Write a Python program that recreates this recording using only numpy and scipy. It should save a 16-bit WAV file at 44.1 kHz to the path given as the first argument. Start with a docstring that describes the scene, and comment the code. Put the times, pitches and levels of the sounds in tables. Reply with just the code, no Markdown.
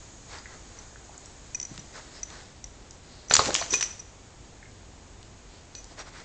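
"""A dog shakes its head: ears and jowls slap, the collar ring clanks and the metal tag jingles.
Before that a piglet nuzzles the dog on a living-room carpet; fur rubs and the tag ticks.
Fur is stick-slip noise, metal is a sum of decaying modes, and soft contacts are dying noise bursts.
The room rings briefly, over a low rumble and a thin high hiss, stronger during the nuzzling."""
import sys
import numpy as np
from scipy import signal
from scipy.fft import rfft, irfft, next_fast_len
from scipy.io import wavfile

SR = 44100
rng = np.random.default_rng(int(sys.argv[2]) if len(sys.argv) > 2 else 0)


def pcm_store(signal):
    """Save signal as 16-bit PCM."""
    levels = np.round(np.clip(np.atleast_2d(signal), -1, 1) * 32767)
    wavfile.write(sys.argv[1], SR, levels.astype(np.int16).T)


N = 275272
TIME = np.arange(N) / SR


def from_db(db):
    """Logarithmic level: 20 dB is a tenfold amplitude."""
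    return 10 ** (np.asarray(db) / 20)


def rms_one(x):
    """Normalisation: scale to unit root-mean-square amplitude."""
    return x / np.sqrt(np.mean(x ** 2) + 1e-20)


def level(rows):
    """Level contour: straight lines in decibels between (time_s, level_db) rows, as a gain."""
    times_s, levels_db = np.transpose(rows)
    return from_db(np.interp(TIME, times_s, levels_db))


def add(out, s, sound):
    """Superposition: mix a short signal into out at time s."""
    at = int(np.clip(round(s * SR), 0, N - 1))
    out[at:at + len(sound)] += sound[:N - at]


def band(x, low_hz, high_hz, order=2):
    """Band limitation: a causal Butterworth band-pass."""
    edges = np.clip([low_hz, max(high_hz, low_hz * 1.1)], 10, .45 * SR)
    return signal.sosfilt(signal.butter(order, edges, "band", fs=SR, output="sos"), x)


def coloured(x, spectrum):
    """Spectral shaping: weight a steady excitation by frequency, then set unit rms."""
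    hz, db = np.transpose(spectrum)
    size = next_fast_len(N)
    bins_hz = np.maximum(np.arange(size // 2 + 1) * SR / size, 1)
    gain = from_db(np.interp(np.log(bins_hz), np.log(hz), db))
    return rms_one(irfft(rfft(x, size) * gain, size)[:N])


# Low rumble and even hiss of the quiet room: frequency_hz, relative_level_db
FLOOR_SPECTRUM = [(18, -5), (32, 2), (48, 8.5), (63, 1), (82, 3), (170, -5.5), (300, -7), (560, -11.5),
                  (780, -12), (1200, -17), (2800, -21), (8000, -22.5)]
FLOOR_DB = -48.5


def room_floor():
    """Stationary noise: random pressure with a fixed spectrum, strongest in the bass."""
    return from_db(FLOOR_DB) * coloured(rng.standard_normal(N), FLOOR_SPECTRUM)


# Level of the thin high hiss, stronger during the nuzzling: time_s, level_db
HISS_LEVEL = [(0, -52.5), (1.4, -54.5), (2.0, -53), (2.6, -60.5), (4.3, -59.5), (6.24, -61.5)]
# Its spectrum: frequency_hz, relative_level_db
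HISS_SPECTRUM = [(4000, -45.5), (5800, -13), (6700, -0.5), (8500, -13.5)]


def high_hiss():
    """Modulated noise: a narrow treble spectrum under a slowly moving level."""
    return level(HISS_LEVEL) * coloured(rng.standard_normal(N), HISS_SPECTRUM)


def friction(per_s, spread_db, smooth):
    """Stick-slip friction: hairs catch and slip as tiny uneven clicks on a smooth rush."""
    catches = rng.random(N) < per_s / SR
    sizes = rng.standard_normal(N) * from_db(spread_db * rng.standard_normal(N))
    return rms_one(catches * sizes) + smooth * rng.standard_normal(N)


# Light rubbing between strokes, busy while the piglet nuzzles: time_s, level_db
NUZZLE_LEVEL = [(0, -53), (1.45, -56), (1.8, -51.5), (2.4, -50.5), (2.6, -61.5), (5.3, -71), (6.24, -52.5)]
NUZZLE_WANDER_DB, NUZZLE_WANDERS_PER_S = 3, 12
# Spectrum of rubbed fur: frequency_hz, relative_level_db
RUB_SPECTRUM = [(100, -13.5), (350, -0.5), (750, -0.5), (1300, -4.5), (1900, -3), (2700, -9), (4300, -3),
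                (5600, -5.5), (8000, -8)]
# A coat or snout brushes past, heard as a broad rub and a scuff in a band:
# middle_s, rub_level_db, length_s, scuff_low_hz, scuff_high_hz
BRUSH_STROKES = [(0.351, -45, 0.14, 700, 2150), (0.533, -52, 0.14, 600, 2000),
                 (0.801, -55, 0.22, 398, 1510), (1.145, -54, 0.074, 480, 1550),
                 (1.971, -44, 0.09, 500, 2000), (2.171, -48.5, 0.088, 4720, 5400),
                 (2.343, -49, 0.17, 780, 1980), (3.169, -55.5, 0.34, 3720, 5000),
                 (5.55, -57.5, .18, 2700, 5000), (5.92, -51, 0.065, 350, 860),
                 (6.002, -40.5, 0.068, 556, 2030), (6.076, -46.5, .05, 700, 2090),
                 (6.179, -47, 0.12, 900, 2200)]
SCUFF_DB = -3.5   # scuff level relative to the rub


def rubbing():
    """Friction noise: wandering light contact, with a swell for every stroke; powers add."""
    knots_s = np.arange(0, TIME[-1] + 1, 1 / NUZZLE_WANDERS_PER_S)
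    wander = np.interp(TIME, knots_s, rng.standard_normal(len(knots_s)))
    power = (level(NUZZLE_LEVEL) * from_db(NUZZLE_WANDER_DB * wander)) ** 2
    for s, db, length_s, *_ in BRUSH_STROKES:
        swell = np.sin(np.linspace(0, np.pi, int(length_s * SR)))
        add(power, s - length_s / 2, (from_db(db) * swell) ** 2)
    fur = coloured(friction(per_s=3500, spread_db=1.0, smooth=1.02), RUB_SPECTRUM)
    return np.sqrt(power) * fur


def scuffs():
    """Band-limited friction: short noise strokes that swell and fade, each in its own band."""
    out = np.zeros(N)
    for s, db, length_s, low_hz, high_hz in BRUSH_STROKES:
        swell = np.sin(np.linspace(0, np.pi, int(length_s * SR)))
        rush = rms_one(band(rng.standard_normal(len(swell)), low_hz, high_hz, order=3))
        add(out, s - length_s / 2, from_db(db + SCUFF_DB) * swell * rush)
    return out


# Reverberation time, for a decay of 60 dB: frequency_hz, t60_s
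REVERBERATION = [(100, 0.52), (1000, 0.51), (4000, 0.39), (8000, 0.55)]


def room(x, delay_s=0.0043):
    """Diffuse reverberation: noise bands decay at their own rates; response energy one half."""
    t, response = TIME[:SR * 3 // 4], 0
    edges_hz = np.geomspace(50, 12000, 9)
    for low_hz, high_hz in zip(edges_hz, edges_hz[1:]):
        t60 = np.interp(np.sqrt(low_hz * high_hz), *np.transpose(REVERBERATION))
        noise = band(rng.standard_normal(len(t)), low_hz, high_hz)
        response = response + noise * from_db(-60 * t / t60)
    # silent for one delay, then fading in over another
    response = response * np.clip(t / delay_s - 1, 0, 1)
    return signal.fftconvolve(x, response / np.sqrt(2 * np.sum(response ** 2)))[:N]


def blows(rows):
    """Damped impact: each contact is a dying burst in a band, its level that of the first instant."""
    out, t = np.zeros(N), TIME[:SR // 8]
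    for s, db, low_hz, high_hz, decay_s in rows:
        fade = np.exp(-t / decay_s)
        burst = band(rng.choice([-1., 1.], len(t)) * fade, low_hz, high_hz, order=3)
        add(out, s, from_db(db) * rms_one(burst) * np.sqrt(np.mean(fade ** 2)))
    return out


# Mouths smack, and one higher tick: start_s, level_db, resonance_hz
SMACKS_AND_TICK = [(.385, -40, 4570), (.457, -36.5, 1780), (.957, -42.5, 1590), (1.093, -41, 720),
                   (4.6272, -43, 1840), (4.654, -48, 1850)]
SMACK_SPREAD, SMACK_DECAY_S = 1.204, 0.0044   # spread: ratio of band edge to resonance


def smacks_and_tick():
    """Resonance: a short burst in a band around a resonance."""
    return blows([(s, db, hz / SMACK_SPREAD, hz * SMACK_SPREAD, SMACK_DECAY_S)
                  for s, db, hz in SMACKS_AND_TICK])


def metal(modes, free_s, damp_s, left_db, buzz_db, rough):
    """Modal vibration: struck metal rings and buzzes on its neighbour, then fur damps it to a faint ring."""
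    t = TIME[:SR // 4]
    rings = 0
    for hz, db, t60 in modes:
        sign = rng.choice([-1, 1])
        rings = rings + sign * from_db(db - 60 * t / t60) * np.sin(2 * np.pi * hz * t)
    wobble = 1 + rough * rms_one(band(rng.standard_normal(len(t)), 60, 320))
    buzz = from_db(buzz_db) * rms_one(band(rng.standard_normal(len(t)), 5550, 7400))
    free = np.exp(-np.maximum(t - free_s, 0) / damp_s)
    ringing = rings * wobble * np.maximum(free, from_db(left_db))
    return ringing + buzz * free * np.exp(-t / 0.034)


# The tag strikes its ring: start_s, level_db, pitch_hz, free_ringing_s
TAG_STRIKES = [(0.788, -37, 5940, 0.0067), (1.5469, -21.5, 5940, 0.0083), (1.600, -22, 5850, .0013),
               (1.614, -24, 5930, .001), (1.6286, -26, 6000, .003), (1.651, -26.5, 5950, 0.0028),
               (1.794, -36.5, 5900, 0.0062), (2.231, -20.5, 5990, 0.0032), (2.642, -27, 5920, 0.0017),
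               (3.284, -38.5, 5980, .0045), (3.2983, -23.5, 5920, .002), (3.304, -24.5, 5980, 0.0027),
               (3.3194, -22.5, 6060, 0.0041), (3.3528, -9, 5820, .0015), (3.3553, -10.5, 6200, .001),
               (3.595, -26.5, 5990, 0.014), (3.7067, -24, 5940, 0.0056), (3.7399, -16, 6030, 0.017),
               (3.756, -21.5, 6030, 0.0095), (3.81, -20.5, 5870, 0.0048), (3.8258, -19, 5690, 0.0059),
               (3.8375, -20, 6070, .003), (3.905, -39, 5990, 0.012), (3.994, -32, 5900, 0.011),
               (5.752, -36.5, 5970, 0.029), (5.78, -38, 5970, .07), (5.991, -37.5, 5720, .033)]
# Modes of the tag while free: ratio_to_pitch, relative_level_db, t60_s
TAG_PARTIALS = [(.345, -20.5, .04), (0.736, -30.5, .06), (.958, -15.5, .1), (1.001, -2, 0.14),
                (1.011, -14, 0.11), (1.169, -28, .05)]
# bending mode: its level beside the strike, after a firm hit with this much free time
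TAG_BEND_HZ, BEND_DB, FIRM_HIT_DB, BEND_FULL_S = 2474, -4, -18, 0.024
BEND_DB_PER_DB = .7   # the tag flexes more the harder it is hit


def tag_strikes(crack_db):
    """Modal excitation: a tiny crack starts each strike; hard hits and free time favour bending."""
    out, t = np.zeros(N), TIME[:SR // 100]
    for s, db, pitch_hz, free_s in TAG_STRIKES:
        freedom_db = 20 * np.log10(min(free_s / BEND_FULL_S, 1))
        bend_db = BEND_DB + BEND_DB_PER_DB * (db - FIRM_HIT_DB) + freedom_db
        modes = [(ratio * pitch_hz, mode_db, t60) for ratio, mode_db, t60 in TAG_PARTIALS]
        modes.append((TAG_BEND_HZ, bend_db, .13))
        ring = metal(modes, free_s, damp_s=0.0027, left_db=-36, buzz_db=-15.5, rough=0.11)
        add(out, s, from_db(db) * ring)
        crack = band(rng.standard_normal(len(t)) * np.exp(-t / 0.0013), 3000, 6900)
        add(out, s, from_db(db + crack_db) * crack)
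    return out


# Small clicks, some of them cracks of the tag being struck: start_s, level_db, low_hz
SMALL_CLICKS = [(1.1782, -33.5, 6450), (1.258, -36, 5500), (1.741, -43, 6840), (1.7775, -32, 790),
                (2.3028, -36, 1000), (2.642, -36.5, 3370), (2.9087, -35.5, 4900), (5.229, -42, 2500),
                (5.751, -32, 2200), (5.843, -37, 4460), (6.2022, -42, 1200)]
CLICK_TOP_HZ, CLICK_DECAY_S = 8000, .0018


def clicks():
    """Hard contact: a brief impact spreads its energy over a wide band."""
    return blows([(s, db, low_hz, CLICK_TOP_HZ, CLICK_DECAY_S) for s, db, low_hz in SMALL_CLICKS])


# Paws land on the carpet: start_s, level_db
PAW_STEPS = [(1.712, -34), (1.779, -38)]
STEP_LOW_HZ, STEP_HIGH_HZ, STEP_DECAY_S = 130, 243, 0.0064


def steps():
    """Soft contact: a cushioned impact keeps only its low frequencies."""
    return blows([(s, db, STEP_LOW_HZ, STEP_HIGH_HZ, STEP_DECAY_S) for s, db in PAW_STEPS])


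def swings(column, lag_s, rise_s, fall_db_per_s):
    """Power addition: each swing's gain rises to its peak, then decays exponentially."""
    power = 0
    for s, db in column:
        t = TIME - s - lag_s
        rise = np.clip(1 + t / rise_s, 0, 1)
        power = power + (rise * from_db(db - fall_db_per_s * np.maximum(t, 0))) ** 2
    return np.sqrt(power)


# The head swings to and fro: swish_peak_s, swish_level_db, chatter_level_db
HEAD_SWINGS = [(3.346, -26, -34), (3.45, -33, -41.5), (3.56, -32.5, -36), (3.735, -37, -28.5),
               (3.825, -43.5, -34)]
SWISH_RISE_S, SWISH_FALL_DB_PER_S = 0.054, 83
# the tag follows the head a little late
CHATTER_LAG_S, CHATTER_RISE_S, CHATTER_FALL_DB_PER_S = 0.02, 0.068, 170
# Spectrum of the fur swish: frequency_hz, relative_level_db
SWISH_SPECTRUM = [(60, -8), (120, 2), (250, -2), (550, -0.5), (1200, -1.5), (2500, 0), (4500, -1),
                  (7000, 2), (8500, -5.5)]


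def fur_swish():
    """Friction noise: stick-slip of fur, swelling and dying with each head swing."""
    sweep = swings([(s, db) for s, db, _ in HEAD_SWINGS], 0, SWISH_RISE_S, SWISH_FALL_DB_PER_S)
    return sweep * coloured(friction(per_s=1600, spread_db=1.5, smooth=0.7), SWISH_SPECTRUM)


def tag_rattle(touches_per_s):
    """Random excitation: many light touches keep the tag's modes ringing unevenly."""
    t = TIME[:SR // 10]
    ring = sum(from_db(db - 60 * t / t60) * np.sin(2 * np.pi * ratio * 5970 * t)
               for ratio, db, t60 in TAG_PARTIALS)
    touches = (rng.random(N) < touches_per_s / SR) * rng.standard_normal(N)
    chatter = swings([(s, db) for s, _, db in HEAD_SWINGS],
                     CHATTER_LAG_S, CHATTER_RISE_S, CHATTER_FALL_DB_PER_S)
    return chatter * rms_one(signal.fftconvolve(touches, ring * np.exp(-t / 0.0086))[:N])


# Air pockets under the flapping jowls: start_s, level_db, start_hz, end_hz, length_s
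JOWL_FLAPS = [(3.304, -34, 140, 180, 0.016), (3.381, -32, 95, 110, 0.026), (3.466, -32, 210, 327, 0.012),
              (3.477, -26, 395, 693, .025), (3.493, -35, 415, 330, 0.026), (3.719, -32.5, 293, 484, 0.03)]


def jowls(rough):
    """Cavity resonance: an air pocket under the lip slides in pitch as it changes size."""
    out = np.zeros(N)
    for s, db, start_hz, end_hz, length_s in JOWL_FLAPS:
        size = int(length_s * SR)
        phase = 2 * np.pi * np.cumsum(np.linspace(start_hz, end_hz, size)) / SR
        flutter = 1 + rough * rms_one(band(rng.standard_normal(size), 83, 250))
        swell = np.sin(np.linspace(0, np.pi, size))
        add(out, s, from_db(db) * swell * flutter * np.sin(phase))
    return out


# The flat of an ear or jowl slaps the head: start_s, level_db, low_hz, high_hz
FLAT_SLAPS = [(3.310, -14, 470, 2450), (3.326, -25.5, 250, 700), (3.3918, -10, 400, 1256),
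              (3.403, -21.5, 392, 2010), (3.413, -24, 420, 790), (3.505, -26.5, 300, 1610),
              (3.6128, -23.5, 640, 985), (3.623, -26.5, 595, 2400), (3.735, -29.5, 332, 1400)]
SLAP_DECAY_S = .0037
SNAP_DB, SNAP_LOW_HZ, SNAP_HIGH_HZ = -5.5, 3700, 4760   # level relative to the slap


def slaps():
    """Broad impact: a dull slap of flat flesh carries a brighter snap of skin."""
    dull = [(s, db, low_hz, high_hz, SLAP_DECAY_S) for s, db, low_hz, high_hz in FLAT_SLAPS]
    snaps = [(s, db + SNAP_DB, SNAP_LOW_HZ, SNAP_HIGH_HZ, SLAP_DECAY_S) for s, db, *_ in FLAT_SLAPS]
    return blows(dull + snaps)


# Ear tips and strap whip against the head: start_s, level_db, low_hz, decay_s
EAR_WHIPS = [(3.3215, -25, 1800, .003), (3.3384, -16, 600, 0.0032), (3.3528, -10.5, 800, 0.0017),
             (3.3659, -6.5, 690, 0.0015), (3.377, -26, 2000, .002), (3.457, -19, 2020, .0023),
             (3.543, -15, 4500, 0.003), (3.551, -11.5, 1080, .002), (3.561, -16.5, 3000, 0.0016),
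             (3.7306, -22, 3500, 0.0028), (3.736, -19.5, 1200, 0.0058), (3.809, -25, 810, 0.006),
             (3.8268, -20.5, 1040, 0.0025)]
WHIP_TOP_HZ = 8000


def whips():
    """Fast light impact: a short contact reaches far into the treble."""
    return blows([(s, db, low_hz, WHIP_TOP_HZ, decay_s) for s, db, low_hz, decay_s in EAR_WHIPS])


# The collar ring hits the buckle, once: start_s, level_db, time_until_damped_s
RING_HIT = (3.3381, -4.5, 0.0061)
# Modes of the ring while free: frequency_hz, relative_level_db, t60_s
RING_PARTIALS = [(6940, -1, 0.054), (4780, -4, 0.028), (7550, -12, .03), (4270, -11, 0.022)]


def ring_clank():
    """Modal vibration: the struck ring sounds its modes until it is abruptly damped."""
    out = np.zeros(N)
    s, db, free_s = RING_HIT
    ring = metal(RING_PARTIALS, free_s, damp_s=0.00072, left_db=-28.5, buzz_db=-20.5, rough=0.23)
    add(out, s, from_db(db) * ring)
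    return out


def scene():
    """Superposition: collar, head shake, small contacts and background noise, with room echo."""
    jingle = tag_strikes(crack_db=-16) + ring_clank() + tag_rattle(touches_per_s=390)
    shake = whips() + slaps() + jowls(rough=0.74)
    small = smacks_and_tick() + clicks() + steps() + scuffs()
    fur = fur_swish() + rubbing()
    background = room_floor() + high_hiss()
    echo = room(from_db(-12) * jingle + from_db(-8.0) * shake + from_db(-6) * small)
    return (jingle + shake + small + fur + background + echo)[None]


ROLL_OFF_HZ, CUTOFF_HZ = 8250, 9000


def record(dry):
    """Band limitation and saturation: treble rolls off, peaks are rounded, the top ends steeply."""
    soft = signal.fftconvolve(dry, signal.firwin(71, ROLL_OFF_HZ, fs=SR)[None], "same")
    rounded = soft / (1 + (soft / .72) ** 6) ** (1 / 6)   # never exceeds 0.72
    steep = signal.ellip(10, .2, 80, CUTOFF_HZ, fs=SR, output="sos")
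    return signal.sosfilt(steep, rounded)


dry = scene()
out = record(dry)
pcm_store(out)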